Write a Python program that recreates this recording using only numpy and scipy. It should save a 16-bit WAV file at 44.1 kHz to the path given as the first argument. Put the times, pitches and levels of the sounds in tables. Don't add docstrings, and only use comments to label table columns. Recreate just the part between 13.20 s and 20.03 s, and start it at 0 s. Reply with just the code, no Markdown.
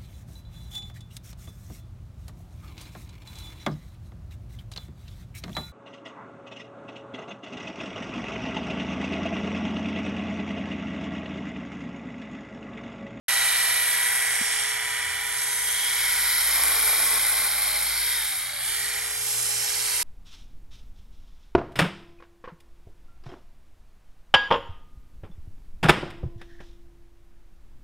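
import sys
import numpy as np
from scipy import signal
from scipy.fft import rfft, irfft, next_fast_len
from scipy.io import wavfile

SR = 44100
rng = np.random.default_rng(int(sys.argv[2]) if len(sys.argv) > 2 else 0)


def persist_wave(psi):
    counts = np.round(np.clip(psi, -1, 1) * 32767).astype(np.int16)
    wavfile.write(sys.argv[1], SR, np.atleast_2d(counts).T)


N = 301203
TIME = np.arange(N) / SR
LINK_COUNT, FREE_LINKS_PER_S = 28, 487.4

# time_s, bite_db
BITE = [(2.9, -78), (3.1, -57.5), (3.3, -41), (3.46, -35.5), (3.65, -37.5), (3.76, -37.5), (3.98, -37),
        (4.1, -38), (4.56, -39.5), (4.72, -45.5), (5.1, -78.5)]


def link_rate():
    # time_s, load_share
    branch_drag = [(3.16, 0), (3.3, .18), (3.45, .48), (3.62, .68), (3.95, .6), (4.06, .85), (4.18, .73),
                   (4.27, 1), (4.65, .93), (4.76, .18), (4.88, 0)]
    release_s, pull_s, coast_s, run_up_s, settle_s = 4.945, 5.4, .8, .044, .15
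    load_sag, settle_share = .155, .14
    load, = in_time(branch_drag)
    coasting = np.exp(-(np.clip(TIME, release_s, pull_s) - release_s) / coast_s)
    pulled_s = np.maximum(TIME - pull_s, 0)
    lag = (1 - settle_share) * np.exp(-pulled_s / run_up_s) + settle_share * np.exp(-pulled_s / settle_s)
    return FREE_LINKS_PER_S * (1 - load_sag * load) * (1 - (1 - coasting) * lag)


def chain_clatter(links, shake):
    # pitch_hz, width_hz, gain_db, reach_db, aside_db
    housing_modes = [(794, 136, -11, -1, 1.5), (1423, 310, -6, 4, -2.5), (1840, 394, 2.5, -3, -11),
                     (2090, 208, -3, 5.5, 0), (2310, 176, -9, 8.5, 4.5)]
    flex_modes = [(3178, 240, -7.5, 1, -5), (2840, 710, -10.5, -30, -0.5)]
    twist_modes = [(3560, 420, -0.5, 0.53, 1), (3853, 340, 0.5, 0.72, 6.5), (4400, 640, -1.5, 1, 2.2)]
    # front_db, lowered_db, reach_db, aside_db, speed_db_per_octave
    housing_gains = (-26, 1, -0.5, -8.5, 2.5)
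    flex_gains = (-39, -2.5, 2, 2, 3.5)
    twist_gains = (-35, -6, 3, -1.5, 1)
    rattle_gains = (-37.5, -5.5, -1, 2, 6)
    # pitch_hz, gain_db
    rattle_colour = [(100, -46), (280, -18), (470, -5), (800, 0), (1200, 2.5), (2600, 6.5), (5000, -7),
                     (9000, -28)]
    knocks = lambda: chain_knocks(links)
    housing = from_db(level_db(housing_gains, links) + 0.23 * shake) * resonate(knocks, housing_modes)
    rings = bar_rings(knocks())
    flex = from_db(level_db(flex_gains, links)) * resonate(knocks, flex_modes)
    twist = from_db(level_db(twist_gains, links)) * resonate(knocks, twist_modes)
    slips = friction(links, grains_per_s=4000, spread_db=1.0, throb=0.081)
    rattle = from_db(level_db(rattle_gains, links)) * coloured(slips, rattle_colour)
    return housing + rings + flex + twist + rattle + tearing(links, shake)


def chain_knocks(links):
    speed = np.gradient(links)
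    steady = (speed / speed.max()) ** 5
    repeating = rms_one(lap_knocks(links, memory=.93, slop_s=.000025, fresh=.36, per_link=14))
    loose = rms_one(friction(links, grains_per_s=5000, spread_db=1.0, throb=0.57))
    accent = 1 + .22 * np.cos(np.pi * links / 2)
    return accent * (steady * repeating + np.sqrt(1 - steady ** 2) * loose)


def lap_knocks(links, memory, slop_s, fresh, per_link):
    laps, per_lap = int(links[-1] / LINK_COUNT) + 1, LINK_COUNT * per_link
    places = (np.arange(laps)[:, None] + rng.random(per_lap)) * LINK_COUNT
    force = rng.standard_normal((laps, per_lap))
    for lap in range(1, laps):
        force[lap] = memory * force[lap - 1] + np.sqrt(1 - memory ** 2) * force[lap]
    force += fresh * rng.standard_normal(force.shape)
    when_s = np.interp(places, links, TIME, right=2 * TIME[-1])
    when_s += slop_s * rng.standard_normal(force.shape)
    at = np.round(when_s * SR).astype(int)
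    inside = (at >= 0) & (at < N)
    return np.bincount(at[inside], force[inside], N)


def friction(links, grains_per_s, spread_db, throb):
    slips = (rng.random(N) < grains_per_s / SR) * rng.standard_normal(N)
    return slips * from_db(spread_db * rng.standard_normal(N)) * (1 + throb * np.cos(4 * np.pi * links))


def bar_rings(knocks):
    # peak_s, half_length_s, pitch_hz, level_db
    rings = [(.2, 0.52, 810, -45), (.9, 0.55, 1890, -34.5), (2.847, 0.23, 2150, -34),
             (4.145, 0.64, 2190, -45), (5.655, 0.21, 2090, -37.5), (0.303, 0.6, 2880, -38),
             (.3, 0.37, 3920, -35.5), (.8, 0.23, 3760, -41), (1.29, 0.28, 5430, -38.5),
             (1.407, 0.3, 3190, -37), (1.917, 0.24, 3180, -38), (2.455, .3, 6150, -41),
             (2.66, 0.26, 3190, -33), (3.15, 0.14, 3960, -38), (4.45, 0.44, 4180, -38.5),
             (4.783, 0.17, 4440, -38), (5, 0.17, 3650, -38), (5.503, 0.11, 3240, -36.5),
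             (5.6, 0.32, 4420, -40), (6.254, 0.16, 7360, -36.5), (6.41, 0.19, 5400, -40),
             (6.685, 0.26, 4510, -37.5)]
    return sum(from_db(db) * swell(s, half_s) * rms_one(resonance(knocks, hz, width_hz=340))
               for s, half_s, hz, db in rings)


def chain_scrape(links, shake):
    # pitch_hz, width_hz, gain_db, reach_db, aside_db
    modes = [(4820, 710, -6.5, 9.5, 3.2), (5366, 440, -0.5, 7.5, 5.9), (6140, 560, -0.5, -5, 2),
             (7700, 2400, -0.5, -11, 3.4), (6770, 1000, -2, 2, 1.7)]
    # front_db, lowered_db, reach_db, aside_db, speed_db_per_octave
    gains = (-35, -6, -1.5, 8, 10)
    hiss = resonate(lambda: friction(links, grains_per_s=16000, spread_db=2.5, throb=0.25), modes)
    return from_db(level_db(gains, links) + 0.54 * shake) * hiss


def chain_sizzle(links, shake):
    # pitch_hz, gain_db
    colour = [(5500, -33), (7200, -18.5), (8000, -11), (9000, -4), (10000, -3), (10700, 1.5), (11400, -3.5),
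              (12200, -11.5), (13200, -23), (14300, -34), (15600, -17.5)]
    # time_s, lower_gain_db, top_gain_db
    gains = [(0.12, -28, -26.9), (0.4, -26.5, -27), (0.7, -28, -26.5), (0.95, -26, -28.5),
             (1.2, -27.5, -33.5), (1.4, -27.5, -35), (1.6, -32.5, -36.5), (1.85, -32, -38),
             (2.04, -35, -34.5), (2.25, -29, -32.5), (2.8, -29.5, -28.5), (3.15, -29, -24.5),
             (3.5, -28.5, -24), (3.72, -28, -23), (3.93, -25.5, -24.5), (4.12, -28, -25),
             (4.75, -31, -28.5), (4.97, -31, -27.5), (5.15, -33, -31), (5.36, -36.5, -36.5),
             (5.48, -29.5, -30.5), (5.7, -32.5, -32.5), (5.92, -33.5, -34.5), (6.1, -31.5, -30),
             (6.3, -29, -31), (6.55, -32.5, -31.5), (6.78, -28, -29.5)]
    beam_hz = 10310
    lower_db, top_db = in_time(gains)
    sizzle = coloured(friction(links, grains_per_s=18000, spread_db=-0.5, throb=0.24), colour)
    top = signal.sosfiltfilt(signal.butter(8, beam_hz, "high", fs=SR, output="sos"), sizzle)
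    lower = from_db(lower_db - 1.5) * rms_one(sizzle - top)
    return from_db(0.92 * shake) * (lower + from_db(top_db - 0.66) * rms_one(top))


def chain_whine(links):
    # cycles_per_lap, gain_db
    tones = [(84, -12), (105, -8), (112, 1.5), (113, -14), (119, -15), (126, -13), (140, -15), (169, -17),
             (182, -15)]
    # time_s, whine_db, mesh_db
    levels = [(.12, -32.5, -40), (.9, -30.5, -42.5), (1.03, -29.5, -45.5), (1.43, -35.5, -45.5),
              (1.75, -33.5, -41.5), (2.35, -37.5, -46.5), (2.85, -33.5, -47), (3.2, -36.5, -46.5),
              (3.55, -45, -45.5), (4.65, -60, -49), (4.95, -36, -50), (5.14, -57, -47), (5.22, -64, -67),
              (5.34, -66, -52), (5.41, -57, -51), (5.48, -48, -44.5), (5.58, -37.5, -55),
              (5.88, -41.5, -51), (6.1, -49, -68), (6.4, -46, -56), (6.8, -45, -46.5)]
    whine_db, mesh_db = in_time(levels)
    lap_angle = 2 * np.pi * links / LINK_COUNT
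    whine = sum(from_db(whine_db + db + 1.1 * drift(10)) * np.cos(k * lap_angle) for k, db in tones)
    mesh = from_db(mesh_db + 1.3 * drift(12)) * np.sin(4 * np.pi * links)
    return whine + mesh


def motor_hum(links):
    # cycles_per_link, gain_db
    tones = [(0.8484, 0), (1, -4), (9, 0), (11, 2)]
    # time_s, level_db
    levels = [(0, -57.5), (1.3, -51), (3, -55), (3.5, -61), (4.6, -61), (4.85, -56.5), (5.6, -52),
              (6.2, -50)]
    hum_db = in_time(levels)[0] + 21 * np.log2(link_rate() / FREE_LINKS_PER_S)
    octave = from_db(-3.0) * partials(2 * links, tones[:1], waver_db=4, waver_hz=15)
    return from_db(hum_db) * (partials(links, tones, waver_db=0.2, waver_hz=6.6) + octave)


def tearing(links, shake):
    # pitch_hz, gain_db
    colour = [(50, -55), (170, -36), (400, -22), (560, -6.5), (780, -2), (950, -5), (1120, 2.5), (1400, -6),
              (2300, 1), (2600, -20), (3400, -15)]
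    # start_s, relative_peak_db
    catches = [(3.395, -16), (3.518, -34), (3.635, -22), (3.694, -20), (3.729, -14), (3.781, -19),
               (3.801, -18), (3.828, -17), (3.865, -29), (3.911, -28), (3.973, -25), (4.015, -18),
               (4.219, -15)]
    rips = rng.standard_normal(N) * from_db(5.8 * np.cos(np.pi * links) + 2.0 * shake)
    force = from_db(in_time(BITE)[0]) + from_db(-11.5) * bursts(catches, decay_s=0.0044)
    return force * coloured(rips, colour)


def chopping(links):
    orders = [14, 21, 28, 42, 49, 56, 70]
    # pitch_hz, gain_db
    colour = [(150, -13), (215, -15), (310, -18.5), (335, -11), (400, -15), (440, -8), (720, -13),
              (825, -1.5), (920, -19), (1100, -5)]
    hz, db = np.transpose(colour)
    laps, lap_hz = links / LINK_COUNT, link_rate() / LINK_COUNT
    tones = np.zeros(N)
    for k in orders:
        strength = from_db(np.interp(k * lap_hz, hz, db) + 3 * drift(14))
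        tones += strength * np.sin(2 * np.pi * (k * laps + .08 * drift(14) + rng.random()))
    return from_db(in_time(BITE)[0] - 4.0) * tones


def snags():
    # start_s, relative_peak_db
    cracks = [(3.358, -9), (3.4364, -5), (3.4545, -6), (3.4825, -5.5), (3.527, -11)]
    colour = [(500, -27), (2000, -3), (7000, -8), (10800, 10), (14000, -27)]  # pitch_hz, gain_db
    return from_db(-7.0) * bursts(cracks, decay_s=0.0015) * coloured(rng.standard_normal(N), colour)


def pose():
    # time_s, travel_share
    lowered = [(.5, 0.23), (1, 0.56), (1.35, 0.16), (1.58, 0.77), (2.03, 0.9), (2.2, 0.13), (2.6, 0)]
    reach = [(2.4, 0.28), (3.1, 0.75), (4.9, 0.87), (5.2, 0.47), (5.9, 0.13)]
    aside = [(5.7, 0.57), (5.95, 0.56), (6.1, 1), (6.35, 1), (6.8, 0.88)]
    return [np.clip(in_time(curve)[0], 0, 1) for curve in (lowered, reach, aside)]


def level_db(gains, links):
    # time_s, gain_db
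    nearness = [(.1, 2), (1.2, -0.75), (2.0, -3), (2.45, -5), (2.75, -3), (3.75, -0.76), (4.7, -4.5),
                (5.7, -5.5), (5.95, -6), (6.8, -4.5)]
    front_db, lowered_db, reach_db, aside_db, speed_db = gains
    lowered, reach, aside = pose()
    pose_db = front_db + lowered_db * lowered + reach_db * reach + aside_db * aside
    octaves = np.log2(np.gradient(links) * SR / FREE_LINKS_PER_S)
    return in_time(nearness)[0] + pose_db + speed_db * octaves


def microphone(direct, scattered):
    # pitch_hz, right_lead_rad, likeness_share
    ports = [(50, -1, 0), (500, 0.43, 0.98), (1720, 0.17, 1), (2800, 1.05, 1), (3200, 0.42, 0.62),
             (3820, 0.53, 1), (5300, 1.0, 0.75), (6100, 0.46, 0.67), (8600, 1.03, 0.62), (8900, -1.5, 1),
             (9260, -1.14, 1), (10320, -3, 1), (11830, -6, 0.85), (13400, -8.5, 1)]
    size = next_fast_len(N)
    hz, *columns = np.transpose(ports)
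    lead, alike = [np.interp(np.fft.rfftfreq(size, 1 / SR), hz, c) for c in columns]
    sides = np.array([[1], [-1]])
    common = np.sqrt((1 + alike) / 2) * rfft(direct, size)
    opposed = sides * np.sqrt((1 - alike) / 2) * rfft(scattered, size)
    return irfft((common + opposed) * np.exp(-1j * sides * lead / 2), size)[:, :N]


def interference(saw):
    # peak_s, half_length_s, pitch_hz, width_hz, lost_share
    gaps = [(3, 1.6, 2650, 220, 0.55), (5.5, .6, 2610, 190, 0.6), (0.55, 0.44, 7040, 570, 0.7),
            (4.06, 0.48, 3030, 230, 0.65), (1.16, 0.33, 4100, 560, 0.38), (6.1, 0.2, 2000, 600, 0.37)]
    # time_s, pitch_hz, strength (1 cancels, more inverts the band)
    left_null = [(.1, 5500, 1.4), (1.2, 5340, 1.4), (1.6, 5280, 1.8), (2.4, 5420, 1.2), (2.9, 5600, 0.059),
                 (5.2, 5610, 0.063), (5.42, 5475, 0.53), (5.57, 5450, 2), (5.76, 4800, 0.55),
                 (5.95, 4450, 2.4), (6.1, 3930, 0.8), (6.3, 3700, 1.7), (6.8, 3620, 0.93)]
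    for s, half_s, hz, width_hz, lost in gaps:
        saw = saw - lost * swell(s, half_s) * band_around(saw, hz, width_hz)
    null_hz, strength = in_time(left_null)
    left, right = saw
    return np.array([left - strength * band_around(left, null_hz, width_hz=650), right])


def near_echo(x, delay_s, sway_s, echo_db):
    late = TIME - delay_s - sway_s * drift(0.4)
    return x + from_db(echo_db) * np.array([np.interp(late, TIME, side) for side in x])


def far_engine():
    # time_s, level_db
    levels = [(.7, -60), (1.6, -65), (2.65, -58), (2.85, -48.5), (3.5, -49), (5.0, -49.5), (5.2, -62.5),
              (5.9, -49.5), (6.25, -61), (6.83, -48)]
    firing_hz = 56.9 + 0.796 * drift(1.64)
    angle = 2 * np.pi * np.cumsum(firing_hz) / SR
    fundamental = from_db(in_time(levels)[0] + 2.0 * drift(2.3)) * np.sin(angle)
    overtones = np.sin(2 * angle) + from_db(-10.0) * np.sin(3 * angle)
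    return fundamental + from_db(-66 + 4.2 * drift(1.7)) * overtones


def soft_bump(start_s, pitch_hz, rise_s, peak_db):
    age_s = np.maximum(TIME - start_s, 0)
    envelope = age_s / rise_s * np.exp(1 - age_s / rise_s)
    return -from_db(peak_db) * envelope * np.sin(2 * np.pi * pitch_hz * age_s)


def yard_ambience():
    # peak_s, pitch_hz, half_length_s, level_db
    swells = [(1.896, 82.6, 0.11, -50.5), (6.255, 116, 0.34, -49.5)]
    # pitch_hz, gain_db
    colour = [(24, -36), (36, -1), (50, 2), (85, 3.5), (140, -7.5), (250, -7.5), (500, -16), (2000, -32),
              (12000, -52)]
    drones = sum(from_db(db) * swell(s, half_s) * np.sin(2 * np.pi * hz * TIME)
                 for s, hz, half_s, db in swells)
    steady_hum = from_db(-59.5) * np.sin(2 * np.pi * 121 * TIME)
    return drones + steady_hum + from_db(-59.5) * coloured(rng.standard_normal(N), colour)


def from_db(db):
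    return 10 ** (np.asarray(db) / 20)


def rms_one(x):
    return x / np.sqrt(np.mean(x ** 2) + 1e-20)


def in_time(rows):
    time_s, *columns = np.transpose(rows)
    return [np.interp(TIME, time_s, c) for c in columns]


def drift(rate_hz):
    step, warm_up = 40, 2000
    r = np.exp(-2 * np.pi * rate_hz * step / SR)
    noise = rng.standard_normal(N // step + warm_up + 2)
    slow = signal.lfilter([1], [1, -2 * r, r * r], noise)[warm_up:]
    return np.interp(np.arange(N) / step, np.arange(len(slow)), rms_one(slow))


def swell(peak_s, half_s):
    return np.exp(-((TIME - peak_s) / half_s) ** 2)


def bursts(rows, decay_s):
    return sum(from_db(db) * (TIME >= s) * np.exp(-np.abs(TIME - s) / decay_s) for s, db in rows)


def partials(turns, orders, waver_db, waver_hz):
    return sum(from_db(db + waver_db * drift(waver_hz)) * np.sin(2 * np.pi * (k * turns + rng.random()))
               for k, db in orders)


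def coloured(x, spectrum):
    size = next_fast_len(N)
    hz, db = np.transpose(spectrum)
    bins_hz = np.maximum(np.fft.rfftfreq(size, 1 / SR), 1)
    gain = from_db(np.interp(np.log(bins_hz), np.log(hz), db))
    return rms_one(irfft(rfft(x, size) * gain, size)[:N])


def resonance(x, hz, width_hz):
    r = np.exp(-np.pi * width_hz * np.sqrt(2) / SR)
    b = (1 - r * r) / 2 * np.array([1, 0, -1])
    a = [1, -2 * r * np.cos(2 * np.pi * hz / SR), r * r]
    return signal.lfilter(b, a, signal.lfilter(b, a, x))


def resonate(excite, modes):
    _, reach, aside = pose()
    return rms_one(sum(from_db(db + reach_db * reach + aside_db * aside) * resonance(excite(), hz, width)
                       for hz, width, db, reach_db, aside_db in modes))


def band_around(x, hz, width_hz):
    turn = np.exp(2j * np.pi * np.cumsum(hz * np.ones(N)) / SR)
    r = np.exp(-np.pi * width_hz / SR)
    return 2 * np.real(turn * signal.lfilter([1 - r], [1, -r], x / turn))


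def panned(x, pan_db):
    return x * from_db(np.array([[1], [-1]]) * pan_db / 2)


def scene():
    bite_db, = in_time(BITE)
    _, reach, aside = pose()
    stutter = .0006 * drift(9) + .6 * from_db(bite_db) * drift(20)
    links = np.cumsum(link_rate() * (1 + stutter)) / SR
    shake = drift(19) * (0.25 + from_db(bite_db + 31.0))
    direct = chain_clatter(links, shake) + chain_whine(links) + motor_hum(links) + chopping(links)
    body = microphone(direct, chain_clatter(links, shake))
    scrape = microphone(chain_scrape(links, shake), chain_scrape(links, shake))
    sizzle = microphone(chain_sizzle(links, shake) + snags(), chain_sizzle(links, shake))
    side_on = (1 - reach) * (1 - aside)
    shadow_hz = 600
    lows = signal.sosfiltfilt(signal.butter(2, shadow_hz, fs=SR, output="sos"), body)
    highs = body - lows + panned(scrape, pan_db=-9 * side_on)
    saw = lows + panned(highs, pan_db=3.5 - 7.5 * aside) + sizzle
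    saw = near_echo(interference(saw), delay_s=.0019, sway_s=0.00015, echo_db=-15.5)
    bump = soft_bump(start_s=1.2108, pitch_hz=225.6, rise_s=0.003, peak_db=-30.5)
    return saw + far_engine() + bump + yard_ambience()


def record(dry):
    start_s, fade_s, cutoff_hz = 0.0815, 0.0027, 15800
    opened = np.clip((TIME - start_s) / fade_s, 0, 1)
    return signal.sosfilt(signal.ellip(10, .1, 80, cutoff_hz, fs=SR, output="sos"), dry * opened)


dry = scene()
out = record(dry)
persist_wave(out)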